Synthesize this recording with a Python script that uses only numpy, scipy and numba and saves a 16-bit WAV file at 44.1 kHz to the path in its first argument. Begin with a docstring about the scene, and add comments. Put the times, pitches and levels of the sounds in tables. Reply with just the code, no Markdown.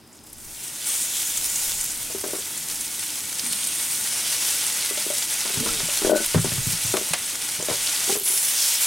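"""Outdoors on a wooden deck, close to a hot iron grate: wet corn ears sizzle.
Droplet grains crackle over a noise hiss, coloured by the grill bowl; bursts spit, narrow noise bands vent steam.
Struck modes with noise cracks make ear landings, deck steps and, off to the left, tray and grate knocks;
husks snap as noise bursts, loose boards shudder, a board creaks by stick-slip.
Wind and handling rumble, a far hum and an insect-like hiss are shaped noise; a limiter restrains the peaks."""
import sys
import numpy as np
from scipy import signal
from scipy.fft import rfft, irfft, next_fast_len
from scipy.io import wavfile
from scipy.ndimage import uniform_filter1d
from numba import njit

SR = 44100
rng = np.random.default_rng(int(sys.argv[2]) if len(sys.argv) > 2 else 0)


def amplitude_ratio(level_db):
    """Convert a level in decibels to the matching linear amplitude (field) ratio."""
    exponent = np.asarray(level_db, float) / 20
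    return 10 ** exponent


def file_out(sig):
    """Save sig as 16-bit WAV at sys.argv[1]."""
    # one column per channel
    cols = np.atleast_2d(sig).T
    # limit, then scale
    lim = np.clip(cols, -1, 1)
    pcm = np.round(lim * 32767).astype(np.int16)
    wavfile.write(sys.argv[1], SR, pcm)


N = 390726
FFT_SIZE = next_fast_len(N)


def level(x, db):
    """Scale to an rms level."""
    return x * amplitude_ratio(db) / np.sqrt(np.mean(x ** 2))


def along(table):
    """Columns of a time curve, one value a sample."""
    s, *columns = np.transpose(table)
    return [np.interp(np.arange(N) / SR, s, c) for c in columns]


def shape(table):
    """Gain at every FFT frequency from a (f/Hz, level/dB) table."""
    hz, db = np.transpose(table)
    log_hz = np.log(np.fft.rfftfreq(FFT_SIZE, 1 / SR) + 1)
    return amplitude_ratio(np.interp(log_hz, np.log(hz + 1), db))


def walk(rate_hz):
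    """Random levels held 1 / rate_hz and slewed twice; standard deviation 1."""
    k = max(int(SR / rate_hz), 2)
    w = np.repeat(rng.standard_normal(N // k + 1), k)
    w = uniform_filter1d(uniform_filter1d(w, k), k)[:N]
    return w / w.std()


def spell(start_s, length_s, edge_s):
    """0 before and after, 1 while it lasts, with sloped edges."""
    t = np.arange(N) / SR
    return np.clip(np.minimum(t - start_s, start_s + length_s - t) / edge_s + .5, 0, 1)


def noise(table):
    """Two unrelated noises of one colour."""
    return irfft(rfft(rng.standard_normal((2, FFT_SIZE))) * shape(table), FFT_SIZE)[:, :N]


def widen(mid, side, share):
    """Left and right from mid and a share of side."""
    return mid + share * np.outer([1, -1], side)


def insects():
    """A faint narrow hiss far off, probably insects: a noise band that shimmers quickly."""
    centre_hz, width_hz, rms_db = 5070, 450, -62
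    edges_hz = [centre_hz - width_hz / 2, centre_hz + width_hz / 2]
    band = signal.butter(2, edges_hz, "band", fs=SR, output="sos")
    hiss = signal.sosfilt(band, rng.standard_normal(N))
    return level(hiss, rms_db) * amplitude_ratio(1.5 * walk(12))


def hum():
    """Far outdoor hum: coloured noise, swelling and fading, nearly alike at both ports."""
    # hum colour: f/Hz, relative level/dB
    colour = [(35, -40), (60, -9.5), (118, -9), (140, -5), (194, -10.5), (222, -5), (270, -10), (303, -4),
              (340, -8.5), (540, -16.5), (841, -15.5), (1650, -22), (6000, -27.5), (7800, -58),
              (13200, -120)]
    # slow swell: t/s, gain/dB
    swell = [(0.0, -2.5), (1.5, -0.5), (7.9, -0.5), (8.6, -4)]
    mid, side = level(noise(colour), -47.5) * amplitude_ratio(along(swell)[0]) * amplitude_ratio(.6 * walk(3))
    return widen(mid, side, 0.26)


def rumble_level_db():
    """Level of the low rumbles in dB: each rises and falls evenly in dB over a calm stir."""
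    # gusts and handling jolts, low rumbles at the microphone:
    # peak t/s, peak level/dB, rise/s per 20 dB, fall/s per 20 dB
    rumbles = [(.52, -49, 0.34, 0.12), (1.8, -45.5, 0.7, 0.82), (2.71, -47, .08, 0.29),
               (5.72, -42, 0.3, 0.23), (6.05, -36, .05, .15), (6.4, -43, 0.86, 0.82), (7.67, -60, .1, .9)]
    calm_db = -72
    t = np.arange(N) / SR
    swells = [db - 20 * np.maximum((s - t) / rise_s, (t - s) / fall_s)
              for s, db, rise_s, fall_s in rumbles]
    return np.maximum(np.max(swells, axis=0), calm_db)


def microphone_rumble():
    """Gusts and handling jolts: low noise reaches the two ports partly independently."""
    # rumble colour: f/Hz, relative level/dB
    colour = [(15, 13.5), (30, 12.5), (60, 7.5), (100, 9), (160, -14), (300, -37), (600, -60)]
    mid, side = level(noise(colour), 0) * amplitude_ratio(rumble_level_db() + 2.6 * walk(7.3))
    return widen(mid, side, 0.7)


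def creak():
    """Stick-slip in a board under shifting weight: a gliding, rough tone over a noisy rub."""
    # stick-slip: t/s, mean slip rate f/Hz, base level/dB
    slips = [(5.53, 124, -41), (5.57, 132, -38), (5.61, 144, -39), (5.65, 152, -39), (5.72, 156, -41),
             (5.76, 148, -45), (5.83, 121, -45)]
    # partials: multiple of slip rate, relative level/dB
    partials = [(2, -5), (3, 0), (4, -12)]
    # rub colour: f/Hz, relative level/dB
    rub = [(90, -30), (180, 3), (300, -2), (500, -3), (800, -23)]
    slip_hz, db = along(slips)
    t = np.arange(N) / SR
    gate = np.clip(np.minimum(t - slips[0][0], slips[-1][0] - t) / 0.022, 0, 1)
    phase = 2 * np.pi * np.cumsum(slip_hz * (1 + .008 * walk(90))) / SR
    tone = np.sqrt(2) * sum(amplitude_ratio(part_db) * np.sin(k * phase) for k, part_db in partials)
    tone = tone * amplitude_ratio(2.5 * walk(70))
    mid, side = level(noise(rub), -2.0)
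    return (tone + widen(mid, side, 0.5)) * amplitude_ratio(db) * gate


def shudder():
    """Loose boards rumble on after a heavy step: uneven coloured noise that dies away."""
    # onset: t/s, base level/dB, fall/s per 20 dB
    onsets = [(6.35, -33, .2)]
    # rumble colour: f/Hz, relative level/dB
    colour = [(50, -32), (100, -5), (170, -4), (280, -10.5), (420, -4), (700, -38)]
    t = np.arange(N) / SR
    fall = 0
    for s, db, fall_s in onsets:
        rise = np.clip((t - s) / 0.0062, 0, 1)
        fall = fall + amplitude_ratio(db - 20 * np.maximum(t - s, 0) / fall_s) * rise
    mid, side = level(noise(colour), 0) * fall * amplitude_ratio(9.0 * walk(35))
    return widen(mid, side, 1.4)


def blows(events, modes, reach_oct, push_s, crack_s, crack_hz, floor_hz, spread, left_db):
    """Each blow wakes the modes near its pitch most, after a soft push, plus a short noise crack."""
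    stray_db = 1.5
    out, t = np.zeros((2, N + SR)), np.arange(SR // 4) / SR
    hz, mode_db, t60_s = (c[:, None] for c in np.transpose(modes))
    push = np.hanning(max(int(push_s * SR), 3))
    band = signal.butter(2, [crack_hz / 3, crack_hz * 1.96], "band", fs=SR, output="sos")
    for s, db, struck_hz, crack_db in events:
        pan_db = left_db + stray_db * rng.standard_normal()
        jitter = rng.standard_normal((2, len(modes), 1))
        near = amplitude_ratio(mode_db + 3.9 * jitter[0]) / (1 + (np.log2(hz / struck_hz) / reach_oct) ** 2)
        tones = np.sin(2 * np.pi * hz * (1 + 0.019 * jitter[1]) * t)
        ring = near * tones * 1000. ** (-t / t60_s)
        # even and odd modes radiate a little differently to either side
        halves = [np.convolve(ring[k::2].sum(0), push)[:len(t)] for k in (0, 1)]
        total = sum(halves)
        stereo_ring = widen(total, halves[0] - halves[1], spread) / abs(total).max()
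        crack = signal.sosfilt(band, rng.standard_normal(len(t))) * np.exp(-t / crack_s)
        crack *= amplitude_ratio(crack_db) / abs(crack).max()
        i = int(s * SR)
        gain = amplitude_ratio(db + np.array([[pan_db], [-pan_db]]) / 2)
        out[:, i:i + len(t)] += (stereo_ring + crack) * gain
    # a small body radiates little below its lowest mode
    floor = signal.butter(4, floor_hz, "high", fs=SR, output="sos")
    return signal.sosfilt(floor, out[:, :N])


def deck_steps():
    """Steps excite the damped low modes of the deck boards."""
    # steps: t/s, ring level/dB, struck f/Hz, crack level re ring/dB
    steps = [(5.571, -19, 146, -10), (5.604, -20.5, 232, -22), (5.83, -25.5, 183, -22),
             (6.344, -13, 108, -5.5), (6.357, -5, 160, -28), (6.377, -9.5, 108, -11),
             (6.454, -16.5, 192, -30), (6.518, -17.5, 147, -7.5), (6.579, -17, 130, -13),
             (6.668, -15, 122, -24), (6.729, -25.5, 140, -22), (6.847, -21.5, 116, -22),
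             (6.901, -30, 116, -26), (7.106, -26.5, 172, -22), (7.586, -29.5, 153, -22),
             (7.706, -26.5, 135, -22)]
    # deck modes: mean f/Hz, mean level/dB, t60/s
    deck = [(108, -7, 0.38), (130, 2.5, 0.11), (168, 3.5, 0.15), (241, 4.5, 0.13), (312, 6, 0.099),
            (395, 1, 0.085), (480, 2, 0.092)]
    return blows(steps, deck, reach_oct=0.36, push_s=0.003, crack_s=0.013, crack_hz=990.0,
                 floor_hz=89.0, spread=0.22, left_db=0)


def grate_jars():
    """The iron grate rings in a few close, narrow modes when jarred."""
    # jars: t/s, ring level/dB, struck f/Hz, crack level re ring/dB
    jars = [(4.975, -35, 1360, -25), (5.689, -24, 1366, -25), (6.0974, -27, 1490, -25),
            (6.1224, -35, 1410, -25), (6.1483, -21.5, 1454, -25), (6.1814, -27, 1435, -25)]
    # grate modes: mean f/Hz, mean level/dB, t60/s
    grate = [(1360, 0, 0.051), (1470, 0, 0.16), (1490, 0, 0.22)]
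    return blows(jars, grate, reach_oct=0.024, push_s=0.00029, crack_s=.004, crack_hz=2000.,
                 floor_hz=890.0, spread=0.16, left_db=6)


def tray_knocks():
    """Knocks and rattles excite the modes of the tray."""
    # knocks: t/s, ring level/dB, struck f/Hz, crack level re ring/dB
    knocks = [(2.1, -29.5, 500, -9), (2.147, -20, 380, -13), (2.239, -19, 440, -9.5),
              (2.262, -24, 423, -20), (2.284, -26, 480, -18), (2.305, -31, 620, -20),
              (2.333, -18.5, 388, -8.5), (2.349, -24, 307, -4), (2.385, -28, 450, -7),
              (4.909, -24, 370, -5), (4.975, -25.5, 673, -16), (5.064, -21.5, 367, -19),
              (5.102, -18.5, 596, -13), (5.453, -26.5, 315, 1), (5.5, -29, 371, -10),
              (5.659, -18.5, 300, -4), (5.804, -26.5, 634, -17), (5.886, -27, 570, -7),
              (6.017, -17.5, 347, -7.5), (6.047, -7, 408, -15), (6.069, -9, 422, -20),
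              (6.095, -6, 620, -20), (6.106, -9, 318, -25), (6.118, -5.5, 600, -24), (6.128, -10, 406, -25),
              (6.133, -10, 570, -14), (6.147, -16, 330, -18), (6.157, -10.5, 560, -25),
              (6.18, -20, 557, -18), (6.202, -17, 344, -16), (6.346, -9, 405, -14), (6.372, -17, 400, -16),
              (6.445, -14.5, 414, -10), (6.939, -9.5, 382, -11), (6.958, -21, 453, -25),
              (6.974, -16, 390, -13), (7.012, -22.5, 435, -29), (7.599, -22.5, 484, -9),
              (7.625, -23, 482, -11), (7.685, -16, 480, -13), (7.699, -16, 560, -13), (7.711, -18, 420, -4),
              (7.728, -24, 480, -20), (8.093, -19, 395, -6), (8.154, -22.5, 400, -2)]
    # tray modes: mean f/Hz, mean level/dB, t60/s
    tray = [(222, 14.5, 0.15), (324, 1.5, 0.16), (384.7, 0, 0.17), (408, 12, 0.05), (486, 7, 0.079),
            (570, 6, 0.17), (611, 12, 0.1), (673, -7, 0.19), (860, 8, 0.06), (1070, -3, 0.07)]
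    return blows(knocks, tray, reach_oct=0.32, push_s=0.0011, crack_s=0.017, crack_hz=710.0,
                 floor_hz=235.0, spread=0.092, left_db=5.5)


def ear_landings():
    """Ears set down thud through the modes of the grill body."""
    # landings: t/s, ring level/dB, struck f/Hz, crack level re ring/dB
    landings = [(3.436, -30, 235, -28), (3.469, -37, 240, -28), (3.509, -33.5, 238, -28),
                (3.545, -42, 215, -28), (8.078, -29, 397, -24), (8.096, -23, 800, -18),
                (8.101, -20, 402, -27), (8.124, -20, 405, -19), (8.156, -29, 400, -20),
                (8.166, -21, 404, -20), (8.21, -32, 400, -24), (8.255, -37, 400, -22), (8.3, -35, 390, -24),
                (8.335, -36, 390, -24)]
    # grill body modes: mean f/Hz, mean level/dB, t60/s
    body = [(202, 5, 0.2), (238, 1, 0.18), (267, -2, 0.12), (384, 0.5, 0.17), (419, 3, 0.087),
            (800, 8, 0.081)]
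    return blows(landings, body, reach_oct=0.11, push_s=0.00076, crack_s=.01, crack_hz=900.,
                 floor_hz=146.0, spread=0.18, left_db=2)


def snaps():
    """Dry husk snaps: a sharp click and a short crackling tail in a broad band."""
    # snaps: t/s, peak level/dB, band centre f/Hz, fall to 1/e/s
    snap_table = [(5.804, -13, 1500, 0.0097), (6.9697, -6.5, 2800, 0.0077), (7.1352, -5.5, 1380, 0.015),
                  (7.685, -15, 1500, .005), (7.699, -13, 1490, 0.0076)]
    half_band_oct, click_db = 1.5, 3
    out, t = np.zeros(N + SR), np.arange(SR // 10) / SR
    for s, db, hz, fall_s in snap_table:
        burst = rng.standard_normal(len(t)) * np.exp(-t / fall_s) / 3
        burst[:3] += amplitude_ratio(click_db)
        edges_hz = [hz / 2 ** half_band_oct, hz * 2 ** half_band_oct]
        burst = signal.sosfilt(signal.butter(2, edges_hz, "band", fs=SR, output="sos"), burst)
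        i = int(s * SR)
        out[i:i + len(t)] += burst * amplitude_ratio(db) / abs(burst).max()
    return out[:N]


def vents():
    """Steam through a gap in the husk: a breathy noise band around each pitch (mid, side)."""
    # vents: start t/s, length/s, centre f/Hz, base level/dB, bandwidth as share of f
    vent_table = [(.57, 0.14, 2800, -53, .03), (0.598, .2, 8700, -47, .1), (.8, 0.6, 3450, -42, 0.16),
                  (0.855, 0.19, 8700, -31, 0.13), (0.94, 0.98, 7100, -36, .14),
                  (3.405, 0.78, 8940, -34.5, 0.062), (4.097, 0.52, 5540, -35.5, 0.16),
                  (8.24, 0.26, 10300, -27, 0.12), (8.43, 0.4, 3400, -34, 0.34),
                  (8.57, 0.22, 5460, -29, 0.18)]
    edge_s = 0.027
    out = 0
    for s, length_s, hz, db, width in vent_table:
        edges_hz = [hz * (1 - width / 2), hz * (1 + width / 2)]
        band = signal.butter(1, edges_hz, "band", fs=SR, output="sos")
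        breath = level(signal.sosfilt(band, rng.standard_normal((2, N))), db) * [[1], [.15]]
        out = out + breath * spell(s, length_s, edge_s) * amplitude_ratio(2.0 * walk(20))
    return out


@njit
def grains(start, hz, cycles, size, lean):
    """Each droplet swells to size and dies within a few cycles; lean is its side share (mid, side)."""
    out = np.zeros((2, N))
    for k in range(len(start)):
        turn = np.exp(hz[k] / SR * (2j * np.pi - 1 / cycles[k]))
        z = size[k] + 0j
        rise = np.e * hz[k] / SR / cycles[k]
        for i in range(min(N - start[k], int(7 * cycles[k] * SR / hz[k]))):
            z *= turn
            out[0, start[k] + i] += z.imag * rise * i
            out[1, start[k] + i] += z.imag * rise * i * lean[k]
    return out


def droplets(count, scatter_db, most_db, low_hz, high_hz, cycles):
    """Many small bursts and fewer large ones; low ones last longer and are softer."""
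    u = rng.random((count, 5)).T
    start = (u[0] * N).astype(np.int64)
    hz = low_hz * (high_hz / low_hz) ** np.sqrt(u[2])
    size_db = np.minimum(-scatter_db * np.log(u[1] + 1e-5), most_db)
    size = amplitude_ratio(size_db) * np.sqrt(hz / high_hz)
    lean = np.sqrt(12) * (u[4] - .5)
    return level(grains(start, hz, cycles * (.5 + u[3]), size, lean), 0)


def spurts(count, size, fall_s, depth):
    """Gain that jumps when water meets hot iron and falls back within moments; rms 1."""
    u = rng.random((count, 2)).T
    kicks = np.bincount((u[0] * N).astype(np.int64), -size * np.log(u[1] + 0.006), N)
    gain = 1 + depth * signal.lfilter([1], [1, -np.exp(-1 / (fall_s * SR))], kicks)
    return gain / np.sqrt(np.mean(gain ** 2))


def pops():
    """Loud water bursts: a broad snap, then a droplet spray, longest and loudest at middle pitch."""
    # bursts: t/s, reference level/dB, reference f/Hz
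    burst_table = [(0.1286, -31, 7060), (0.148, -41, 6950), (0.167, -31, 7400), (0.1906, -33, 4940),
                   (0.237, -26, 8550), (0.2663, -26, 9700), (0.2994, -24, 9000), (0.3296, -15.5, 9200),
                   (0.4015, -27, 7850), (0.4469, -25, 6900), (1.1682, -8, 7160), (1.2685, -7.5, 7600),
                   (1.3718, -3.5, 7600), (1.461, -10, 8550), (1.497, -8, 7900), (1.5565, -5.5, 7420),
                   (1.7195, -10.5, 4000), (1.806, -4, 7300), (1.842, 1, 11000), (1.861, -4.5, 9500),
                   (1.918, -7, 8900), (2.0288, -9, 9800), (2.3925, -12, 7300), (2.5747, -11, 7500),
                   (2.7447, -9, 9030), (2.8076, -7, 7800), (2.9492, -16, 7400), (3.3952, -5.5, 5190),
                   (3.4655, -6, 8800), (3.5263, -1, 9000), (3.532, -8, 4550), (3.6716, -1, 8950),
                   (3.7504, -7, 8800), (5.7535, -12, 8770), (5.976, -6, 9500), (6.1065, -10, 9400),
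                   (6.2617, 3, 11100), (6.4423, -10, 7500), (6.9681, -7, 8560), (7.1352, -2.5, 8200),
                   (7.261, -10, 8600), (7.6251, -8.5, 7000), (7.755, -7.5, 5900), (7.828, -13, 6800),
                   (7.861, -11, 7500), (7.89, -8, 7000), (8.041, -9, 6700), (8.174, 0, 10100),
                   (8.1864, -4, 9800), (8.1984, -2, 10600), (8.2187, -14, 12300), (8.2344, -3, 10000),
                   (8.306, -11, 7500)]
    snap_db, snap_cycles = 4.5, 0.22
    spit_s, spit_hz, spit_db, spit_cycles = 0.012, 7300, -6.5, 1.65
    s, db, hz = (c[:, None] for c in np.transpose(burst_table))
    u = rng.random((len(s), 3, 16))
    # grain 0 is the snap, the rest are spray
    late = u[:, 0] * (np.arange(16) > 0)
    spit = np.exp(-5.0 * abs(np.log(hz / spit_hz)))
    start = ((s + late * (.0015 + spit_s * spit)) * SR).astype(np.int64)
    spray_gain = np.sqrt(spit) * amplitude_ratio(spit_db - 13.0 * late)
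    size = amplitude_ratio(db) * np.where(late > 0, spray_gain, amplitude_ratio(snap_db))
    pitch_hz = hz * (0.85 + 0.44 * u[:, 1])
    cycles = np.where(late > 0, spit_cycles, snap_cycles)
    lean = 0.53 * (u[:, 2] - .5)
    return grains(start.ravel(), pitch_hz.ravel(), cycles.ravel(), size.ravel(), lean.ravel())


def sizzle():
    """Crackle and steam hiss flutter together, coloured by husk and bowl; bursts and vents on top."""
    # boil: t/s, base level/dB, spray fineness/dB (fresh water on hot iron is finer)
    boil = [(0.0, -62.5, 8), (0.22, -55, 2), (0.45, -42, 4), (0.8, -34, -2), (0.87, -28.5, 0.5),
            (1.08, -29, 2.5), (1.7, -28.5, 2.5), (1.95, -33, 0.5), (2.5, -33, -0.5), (3.0, -31.5, 0),
            (3.3, -31.5, -1.5), (3.5, -30, -4), (3.75, -31, -2.5), (3.92, -27.5, 3), (4.2, -28, -5),
            (4.47, -25.5, -1.5), (4.7, -28, -4), (5.2, -27.5, -2), (5.55, -28.5, -6.5), (6.05, -27.5, -5),
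            (6.45, -30, -5.5), (6.65, -27, -1), (6.9, -28.5, -4), (7.5, -31, -4.5), (7.85, -27, -6),
            (8.2, -25.5, -2), (8.28, -25.5, -0.5), (8.5, -26, 3), (8.86, -23, 1)]
    # colour: f/Hz, relative level/dB
    colour = [(290, -29), (500, -10.5), (657, -11.5), (942, -12.5), (1120, -10), (1430, -8.5), (2440, -4.5),
              (3250, -4.5), (3860, -5), (9030, 3.5), (15600, -1.5)]
    # mean stereo width: f/Hz, side re mid level/dB
    side_colour = [(500, -10), (1050, -8), (1550, -25), (2300, -33), (3100, -20), (4700, -13), (6500, -15),
                   (8200, -25), (9800, -13.5), (12500, -5.5), (14200, -6), (15500, -25)]
    # resonances of the bowl under the grate: f/Hz, width/Hz, lift/dB
    bowl = [(889, 130, 7), (1454, 62, 7), (1957, 49, 5.5), (2220, 83, 4), (3480, 1400, 2.5),
            (5920, 1900, 3.5)]
    # droplet size ranges, deep to bright: level re boil/dB, dB per dB of fineness, share of a lull
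    ranges = [(-14, -0.4, 1), (-6.5, -.5, 0.59), (-6.5, 0.2, 0.9), (1.5, 0, 0.92), (-9, 0.82, .1)]
    # brief level drops: start t/s, length/s, full depth/dB
    lulls = [(6.118, 0.038, 9.5), (8.169, 0.09, 9), (8.76, 0.045, 5)]
    # roughness of spitting (smoothest around 1.1 s, milder dip near 8.35 s): t/s, crackle and spurts/dB
    spitting = [(0, 6), (.45, -2), (.6, -1), (1.1, -5.5), (1.4, 0), (4.2, 0.5), (8.2, -0.5), (8.35, -2),
                (8.86, 2)]
    # microphone ports: f/Hz, left lead/rad
    port_phase = [(9400, 0), (11800, .46), (14400, 0)]

    boil_db, fine_db = along(boil)
    lull_db = sum(db * spell(s, length_s, 0.009) for s, length_s, db in lulls)
    rough = amplitude_ratio(along(spitting)[0])
    crackle = rough * droplets(count=9000, scatter_db=6.5, most_db=17.5,
                               low_hz=2620.0, high_hz=15250.0, cycles=0.54)
    # tiny steam jets squeal for a moment
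    squeal = droplets(count=2500, scatter_db=5.5, most_db=10.0,
                      low_hz=1490.0, high_hz=14820.0, cycles=43.0)
    raw = rng.standard_normal((2, N)) + amplitude_ratio(-10.0) * crackle + amplitude_ratio(-12.0) * squeal
    raw = raw * spurts(count=600, size=.2, fall_s=0.0039, depth=rough)

    hz, spectrum = np.fft.rfftfreq(FFT_SIZE, 1 / SR), rfft(raw, FFT_SIZE)
    # flatten first, so that the colour and bowl tables set the timbre
    spectrum /= np.sqrt(uniform_filter1d(abs(spectrum[0]) ** 2, size=4000))
    bowl_db = sum(db / (1 + (2 * (hz - f) / w) ** 2) for f, w, db in bowl)
    spectrum *= shape(colour) * amplitude_ratio(bowl_db)
    spectrum[1] *= shape(side_colour)
    # the two ports hear each pitch a little unlike in phase
    ratio = np.exp(1j * np.interp(hz, *np.transpose(port_phase)))
    spectrum[1] += spectrum[0] * (ratio - 1) / (ratio + 1)

    edges_hz = [1600, 2500, 5000, 7500, 11000, 15500]
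    above = [1] + [1 / (1 + (f / (hz + 1)) ** 8) for f in edges_hz[1:-1]] + [0]
    # steam pockets open and close: a flutter for all ranges, then spurts for each alone
    boil_db = boil_db + 0.8 * walk(28) + .5 * walk(60)
    out = 0
    for k, (db, fine_share, lull_share) in enumerate(ranges):
        inside = (hz > edges_hz[k]) & (hz < edges_hz[k + 1])
        rms = np.sqrt(2 * np.sum(abs(spectrum[0, inside]) ** 2)) / N
        part = irfft(spectrum * (above[k] - above[k + 1]), FFT_SIZE)[:, :N] / rms
        # slow random change of the side level in each range
        part[1] *= amplitude_ratio(2.7 * walk(2.21))
        part_db = boil_db + db + fine_share * fine_db - lull_share * lull_db
        out = out + part * amplitude_ratio(part_db) * spurts(count=260, size=.2, fall_s=0.0081, depth=rough)
    mid, side = out + pops() + vents()
    return widen(mid, side, 1)


def scene():
    """All sources at the microphone."""
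    background = insects() + hum() + microphone_rumble()
    boards = creak() + shudder() + deck_steps()
    handling = grate_jars() + tray_knocks() + ear_landings() + snaps()
    return background + boards + handling + sizzle()


@njit
def limit(x, top, ratio, attack, release):
    """Gain that falls fast while the sound is over the top and recovers after."""
    gain, e = np.ones(len(x)), 0.
    for i in range(len(x)):
        e += (x[i] - e) * (attack if x[i] > e else release)
        if e > top:
            gain[i] = (top / e) ** (1 - 1 / ratio)
    return gain


def top_cut(x):
    """Nothing passes above the cut-off."""
    return signal.sosfilt(signal.butter(12, 16980, fs=SR, output="sos"), x)


def record(dry):
    """The camera's limiter ducks everything under loud peaks; a steep low-pass cuts the top."""
    attack_s, release_s, top_hz = 0.0017, 0.03, 15850
    gain = limit(abs(dry).max(0), amplitude_ratio(-15.5), 1.24, 1 / (attack_s * SR), 1 / (release_s * SR))
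    low_pass = signal.ellip(10, .3, 70, top_hz, fs=SR, output="sos")
    return top_cut(signal.sosfilt(low_pass, dry * gain))


dry = scene()
out = record(dry)
file_out(out)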